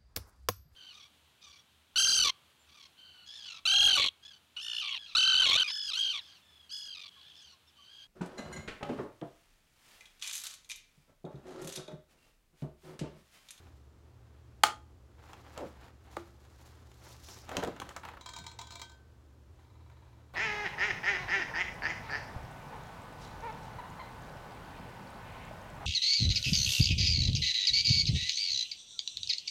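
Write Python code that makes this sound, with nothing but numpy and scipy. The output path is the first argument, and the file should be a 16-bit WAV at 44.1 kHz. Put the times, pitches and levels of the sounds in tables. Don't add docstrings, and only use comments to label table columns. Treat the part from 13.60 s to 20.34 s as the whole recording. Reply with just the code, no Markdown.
import sys
import numpy as np
from scipy import signal
from scipy.fft import rfft, irfft, next_fast_len
from scipy.io import wavfile

SR = 44100
rng = np.random.default_rng(int(sys.argv[2]) if len(sys.argv) > 2 else 0)


def master(y):
    cut = np.clip(np.atleast_2d(y).T, -1, 1)
    pcm = np.round(cut * 32767)
    wavfile.write(sys.argv[1], SR, pcm.astype(np.int16))


N = 297137
T = np.arange(N) / SR
AGE = T[:SR]

# f/Hz, level/dB, t60/s
GLASS_MODES = [(693, -3, 0.14), (924, 11, 0.043), (1017, 9, 0.064), (1227, 2.5, 0.089), (2070, 4.5, 0.043),
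               (2090, -23, 0.17), (2330, -1.5, 0.14), (2940, -15, 0.05), (3396, -4.5, .14),
               (3740, -4.5, 0.36), (3915, 11.5, 0.054), (4020, 6.5, 0.027), (4150, -15, 0.064),
               (4240, -0.5, 0.18), (4450, -18, 0.12), (4700, -25, .07), (4900, -4.5, 0.19),
               (5100, -17, .09), (5350, -5, 0.076), (5580, -7, 0.056), (6230, -5, 0.15), (6860, -1, 0.047),
               (7000, -1, 0.083), (7100, 8.5, 0.029), (7700, -2, 0.093), (7650, -15, 0.051)]


def bottle(slam_s=0.0025, slam_db=-2, swing_s=0.0011, swing_lag_s=0.0011, spread_db=8):
    # t/s, ring/dB, crack/dB, ring pitch ratio, air thump/dB, ring roll-off/Hz
    buckles = [(1.0352, -6.5, -14, 1.0, -42.5, 9020), (2.5668, -26.5, -43.5, 0.98, -36, 2500)]
    # f/Hz, level/dB, t60/s
    wall_modes = [(640, -15, .025), (850, 0, .021), (1235, 0, .018), (1500, -8, .016), (1780, -10, .016),
                  (2120, -6, .014), (2480, -12, .012), (2960, -5, .011), (3330, -9, .012), (4300, -8, .012),
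                  (4720, -11, .012), (849, -32, .36), (1231, -26, .29), (1362, -30, .22), (1470, -31, .25),
                  (3250, -38, .3), (4339, -39, .28)]
    # f/Hz, level/dB, t60/s
    cavity_modes = [(197, -14, .12), (274, -13, 0.055), (342.6, -3, 0.36), (424, -1, 0.035), (546, 3, .05),
                    (640, -0.5, .04)]
    # f/Hz, level/dB
    crack_eq = [(150, -23), (500, -11.5), (1200, -2), (2100, -1), (2500, -6), (3100, 2.5), (4700, -1.5),
                (5600, -14), (7000, -2.5), (9300, -11), (11000, -17), (16000, -17)]
    # f/Hz, level/dB
    spread_eq = [(150, -16), (400, -4.5), (800, -2), (1300, -1), (1900, -4.5), (3300, -5.5), (5500, -7.5),
                 (7500, -11.5), (10000, -17.5), (16000, -24)]
    out, scattered = np.zeros(N), np.zeros(N)
    swing = 1 - np.exp(-(AGE / swing_s) ** 2)
    for s, ring_db, crack_db, ratio, thump_db, reach_hz in buckles:
        add(out, s, undb(crack_db) * burst(crack_eq, t60=0.015, hold=0.0006))
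        add(out, s + slam_s, undb(crack_db + slam_db) * burst(crack_eq, t60=0.0067, hold=0.00035))
        modes = [(hz, db - 10 * np.log10(1 + (hz / reach_hz) ** 6), t60) for hz, db, t60 in wall_modes]
        add(out, s + swing_lag_s, undb(ring_db) * swing * ring(modes, ratio))
        add(out, s + swing_lag_s, undb(thump_db) * swing * ring(cavity_modes))
        scattered[int(s * SR)] = undb(crack_db + spread_db)
    return out + room(out, wet_db=-14) + room(colour(scattered, spread_eq), wet_db=2)


def sleeve(trim_db=-1, zip_db=-1, zip_hz=5500):
    # f/Hz, level/dB
    rub_eq = [(120, -5), (350, -2), (560, -4), (850, -0.5), (1150, -4.5), (1500, -6), (1900, -9),
              (4000, -17.5), (8000, -36.5)]
    # f/Hz, level/dB
    swish_eq = [(1200, -13), (3000, -3), (4200, 1), (5400, -2.5), (7000, -1), (8500, -7.5), (12000, -8.5),
                (15500, -12)]
    zip_eq = [(zip_hz / 2, -40), (0.79 * zip_hz, -12), (zip_hz, 0),
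              (1.25 * zip_hz, -10), (2 * zip_hz, -40)]
    rub, swish = strokes() * undb(trim_db)
    out = rub * fibres(rub_eq, grain_db=1.5, patchy_db=3)
    out += swish * fibres(swish_eq, grain_db=0, patchy_db=4)
    weave = fibres(zip_eq, grain_db=2.5, patchy_db=3)
    return out + undb(zip_db) * swish ** 2 / swish.max() * weave


def strokes(shape=1.5):
    # t/s at full speed, rise/s, fall/s, rub/dB, swish/dB
    moves = [(.04, 0.11, 0.067, -63.5, -73), (.8, 0.38, 0.25, -72.5, -90.5),
             (1.67, .05, 0.091, -54.5, -69.5), (2.0, 0.12, 0.096, -53.5, -65),
             (2.25, 0.046, 0.034, -53.5, -69), (2.59, 0.082, 0.057, -56, -66),
             (3.1, 0.19, 0.15, -62.5, -66.5), (3.47, 0.064, 0.13, -59.5, -60.5),
             (3.715, 0.053, 0.1, -57, -55.5), (3.95, 0.043, 0.12, -46, -65), (4.25, 0.042, .12, -55, -67),
             (4.46, .018, .065, -49.5, -74), (4.85, 0.16, 0.29, -63.5, -92), (6.01, .04, 0.037, -69.5, -80),
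             (6.45, 0.17, .2, -68.5, -87.5)]
    power = 0
    for s, rise_s, fall_s, rub_db, swish_db in moves:
        width_s = np.where(T < s, rise_s, fall_s)
        speed = np.exp(-0.5 * np.abs((T - s) / width_s) ** shape)
        power = power + np.outer(undb([rub_db, swish_db]), speed) ** 2
    return np.sqrt(power)


def fibres(spectrum, grain_db, patchy_db, snags_per_s=110):
    grains = rng.standard_normal(N) * undb(grain_db * walk(750) + patchy_db * walk(70))
    snags = (rng.random(N) < snags_per_s / SR) * rng.standard_normal(N) * 9
    return unit(colour(grains + snags, spectrum))


def flaps():
    # t/s, level/dB, half length/s, pitch/Hz
    folds = [(1.986, -42.5, 0.011, 665), (2.027, -39.5, 0.019, 420), (2.058, -50.5, 0.02, 272),
             (3.94, -44, 0.023, 580), (3.982, -38, 0.015, 516), (3.984, -37.5, 0.0096, 189),
             (4.037, -30.5, 0.0071, 584), (4.051, -41, 0.01, 147), (4.083, -35.5, 0.01, 360),
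             (4.224, -46, 0.004, 275), (4.285, -57, 0.011, 328), (4.815, -53.5, 0.016, 168)]
    # multiple of the pitch, level/dB
    puff_eq = [(.15, -33), (.3, -26), (.5, -7.5), (.85, 0), (1.2, -1), (2, -10), (4, -24.5), (10, -45),
               (30, -58)]
    out = np.zeros(N)
    t = AGE[:SR // 2] - 0.25
    for s, db, half_s, hz in folds:
        puff = colour(rng.standard_normal(len(t)), [(k * hz, eq_db) for k, eq_db in puff_eq])
        swell = np.exp(-0.5 * (t / half_s) ** 2)
        puff_rms = np.sqrt(np.average(puff ** 2, weights=swell ** 2))
        add(out, s + t[0], undb(db) * swell * puff / puff_rms)
    return out


def ticks(body_gain_db=2, edge_gain_db=6, grip_count=5, grip_body_db=-53.5, grip_edge_db=-72):
    # t/s, body/dB, edge/dB (both before their gains)
    contacts = [(1.7324, -51.5, -55.5), (1.977, -68, -45.5), (2.85, -68, -67.5), (3.316, -69, -62.5),
                (3.686, -63, -50), (3.892, -45, -48), (3.915, -45.5, -54), (3.968, -52, -33),
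                (4.027, -39, -53), (4.036, -49, -41), (4.047, -46, -45.5), (4.074, -52, -50.5),
                (4.163, -53, -59), (4.2, -55.5, -43), (4.217, -41, -50.5), (4.291, -61, -47.5),
                (4.364, -39, -43.5), (4.433, -45, -67), (4.451, -44, -52), (4.487, -45, -59),
                (4.57, -49.5, -76), (6.299, -62, -71)]
    # f/Hz, level/dB
    body_eq = [(150, -25), (500, -2.5), (900, 8.5), (1250, 6.5), (1900, -1.5), (3000, -7), (6000, -27.5)]
    # f/Hz, level/dB
    edge_eq = [(800, 3), (2000, -2), (3200, 4), (5000, -7), (7000, -2.5), (9000, -12), (16000, -21)]
    grip_times = rng.uniform(4.3, 4.59, grip_count)
    dips_db = rng.standard_normal(grip_count)
    grip = [(s, grip_body_db - db, grip_edge_db - db) for s, db in zip(grip_times, dips_db)]
    out = np.zeros(N)
    for s, body_db, edge_db in contacts + grip:
        add(out, s, undb(body_db + body_gain_db) * burst(body_eq, t60=0.03, hold=0.0049))
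        add(out, s, undb(edge_db + edge_gain_db) * burst(edge_eq, t60=0.015, hold=0.0012))
    return out


def glass(ring_db=-11, grate_db=-1, attack_s=0.0013):
    # t/s, strength/dB, feed to the rim/dB
    clinks = [(4.61, -52, -87), (4.66, -46, -52.5), (4.689, -46, -72), (4.735, -47.5, -53.5),
              (4.7627, -45, -70), (4.7862, -46, -66), (4.8396, -52.5, -80), (4.865, -44.5, -66),
              (4.914, -53.5, -75), (4.989, -43.5, -56), (5.013, -46, -69), (5.07, -53, -63),
              (5.106, -48.5, -72), (5.121, -50, -77), (5.136, -56, -80), (5.1545, -46, -65),
              (5.195, -49, -78), (5.216, -42, -51.5), (5.2955, -58, -78), (5.317, -60.5, -67)]
    # f/Hz, level/dB
    grate_eq = [(500, -1.5), (1000, 2.5), (2500, 0.5), (4000, 5), (7500, 1), (9400, -7.5), (10800, -20),
                (12100, -12), (13300, -23), (15600, -9)]
    # f/Hz, level/dB, t60/s
    rim_modes = [(1535, -3, 0.75), (3220, 4, 0.15)]
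    out = np.zeros(N)
    attack = 1 - np.exp(-AGE / attack_s)
    for s, db, _ in clinks:
        detune = 1 + 0.0042 * rng.standard_normal()
        add(out, s, undb(db + ring_db) * attack * ring(GLASS_MODES, detune, scatter_db=3.5))
        add(out, s, undb(db + grate_db) * burst(grate_eq, t60=0.028, hold=0.003))
    for hz, mode_db, t60 in rim_modes:
        energy = np.zeros(N)
        for s, _, rim_db in clinks:
            add(energy, s, (undb(rim_db + mode_db) * attack * fade(t60)) ** 2)
        shimmer = undb(2 * walk(27))
        out += np.sqrt(energy) * shimmer * np.sin(2 * np.pi * hz * T)
    return out


def rocking(start_s=5.992, period_s=0.0538, count=14, fullest_s=6.21, fade_db_per_s=10):
    out = np.zeros(N)
    for s in start_s + period_s * np.arange(count):
        db = -72.5 - fade_db_per_s * abs(s - fullest_s) + rng.standard_normal()
        add(out, s, undb(db) * ring(GLASS_MODES))
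    soften = signal.butter(3, 3000, fs=SR, output="sos")
    return signal.sosfilt(soften, out + 1e-18)


def room(x, wet_db, gap_s=0.0029, slap_s=0.033, slap_db=-11):
    # f/Hz, t60/s
    decay_times = [(150, 0.37), (500, .27), (1200, 0.24), (4000, 0.22), (8000, 0.22), (15000, 0.16)]
    edges_hz = [60, 300, 700, 1600, 3500, 7000, 11000, 18000]
    noise, hz = rfft(rng.standard_normal(SR)), np.arange(SR // 2 + 1)
    tail = np.zeros(SR)
    for lo, hi in zip(edges_hz, edges_hz[1:]):
        band = irfft(noise * ((hz >= lo) & (hz < hi)), SR)
        tail += band * fade(lookup(np.sqrt(lo * hi), decay_times))
    tail *= np.clip(AGE / gap_s - 1, 0, 1)
    tail /= np.linalg.norm(tail)
    tail[int(slap_s * SR)] += undb(slap_db)
    return undb(wet_db) * signal.fftconvolve(x, tail)[:N]


def background(air_db=-66.5):
    # f/Hz, level/dB
    air_eq = [(22, -47.5), (40, -18.5), (60, -11), (100, -11.5), (160, -21), (340, -18), (480, -24),
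              (730, -28.5), (1280, -31.5), (2200, -39.5), (3300, -40.5), (7500, -45), (8400, -48.5),
              (15000, -53)]
    # f/Hz, width/Hz, level/dB
    hum_tones = [(75.4, 21, -58.5), (118.5, 4.5, -63)]
    air = colour(rng.standard_normal(N), air_eq)
    above_hum = signal.sosfilt(signal.butter(8, 200, "high", fs=SR, output="sos"), air)
    out = undb(air_db) * air / above_hum.std()
    for hz, width_hz, db in hum_tones:
        waver = undb(2.9 * walk(2 * width_hz))
        pitch_hz = hz + width_hz / 2 * walk(2 * width_hz)
        out += undb(db) * unit(waver * np.sin(2 * np.pi * np.cumsum(pitch_hz) / SR))
    return out


def ring(modes, ratio=1, scatter_db=0):
    offsets_db = scatter_db * rng.standard_normal(len(modes))
    return sum((-1) ** k * undb(db + offsets_db[k]) * fade(t60) * np.sin(2 * np.pi * hz * ratio * AGE)
               for k, (hz, db, t60) in enumerate(modes))


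def burst(spectrum, t60, hold):
    t = AGE[:SR // 10]
    envelope = np.exp(-np.log(1000) * np.maximum(t - hold, 0) / t60)
    return colour(rng.choice([-1, 1], len(t)) * envelope, spectrum)


def colour(x, spectrum):
    n = 2 * next_fast_len(len(x) // 2 + 2048)
    gain = unit(undb(lookup(np.arange(n // 2 + 1) * SR / n, spectrum)))
    cepstrum = irfft(np.log(gain))
    cepstrum[1:n // 2] *= 2
    cepstrum[n // 2 + 1:] = 0
    return irfft(rfft(x, n) * np.exp(rfft(cepstrum)))[:len(x)]


def lookup(hz, points):
    freqs, values = np.transpose(points)
    return np.interp(np.log(hz + 0.00077), np.log(freqs), values)


def fade(t60):
    return np.exp(-np.log(1000) * AGE / t60)


def walk(rate_hz):
    return np.interp(T * rate_hz, np.arange(4096), rng.standard_normal(4096))


def add(out, s, x):
    i = max(int(s * SR), 0)
    out[i:i + len(x)] += x[:max(N - i, 0)]


def undb(db):
    return 10 ** (np.asarray(db) / 20)


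def unit(x):
    return x / np.sqrt(np.mean(x ** 2))


def scene():
    arm = ticks() + sleeve() + flaps()
    chatter = glass() + rocking()
    mix = bottle() + arm + room(arm, wet_db=-10) + chatter + room(chatter, wet_db=-7.5)
    return (mix + background())[None]


def record(dry):
    return signal.sosfilt(signal.ellip(10, 0.2, 70, 15900, fs=SR, output="sos"), dry)


dry = scene()
out = record(dry)
master(out)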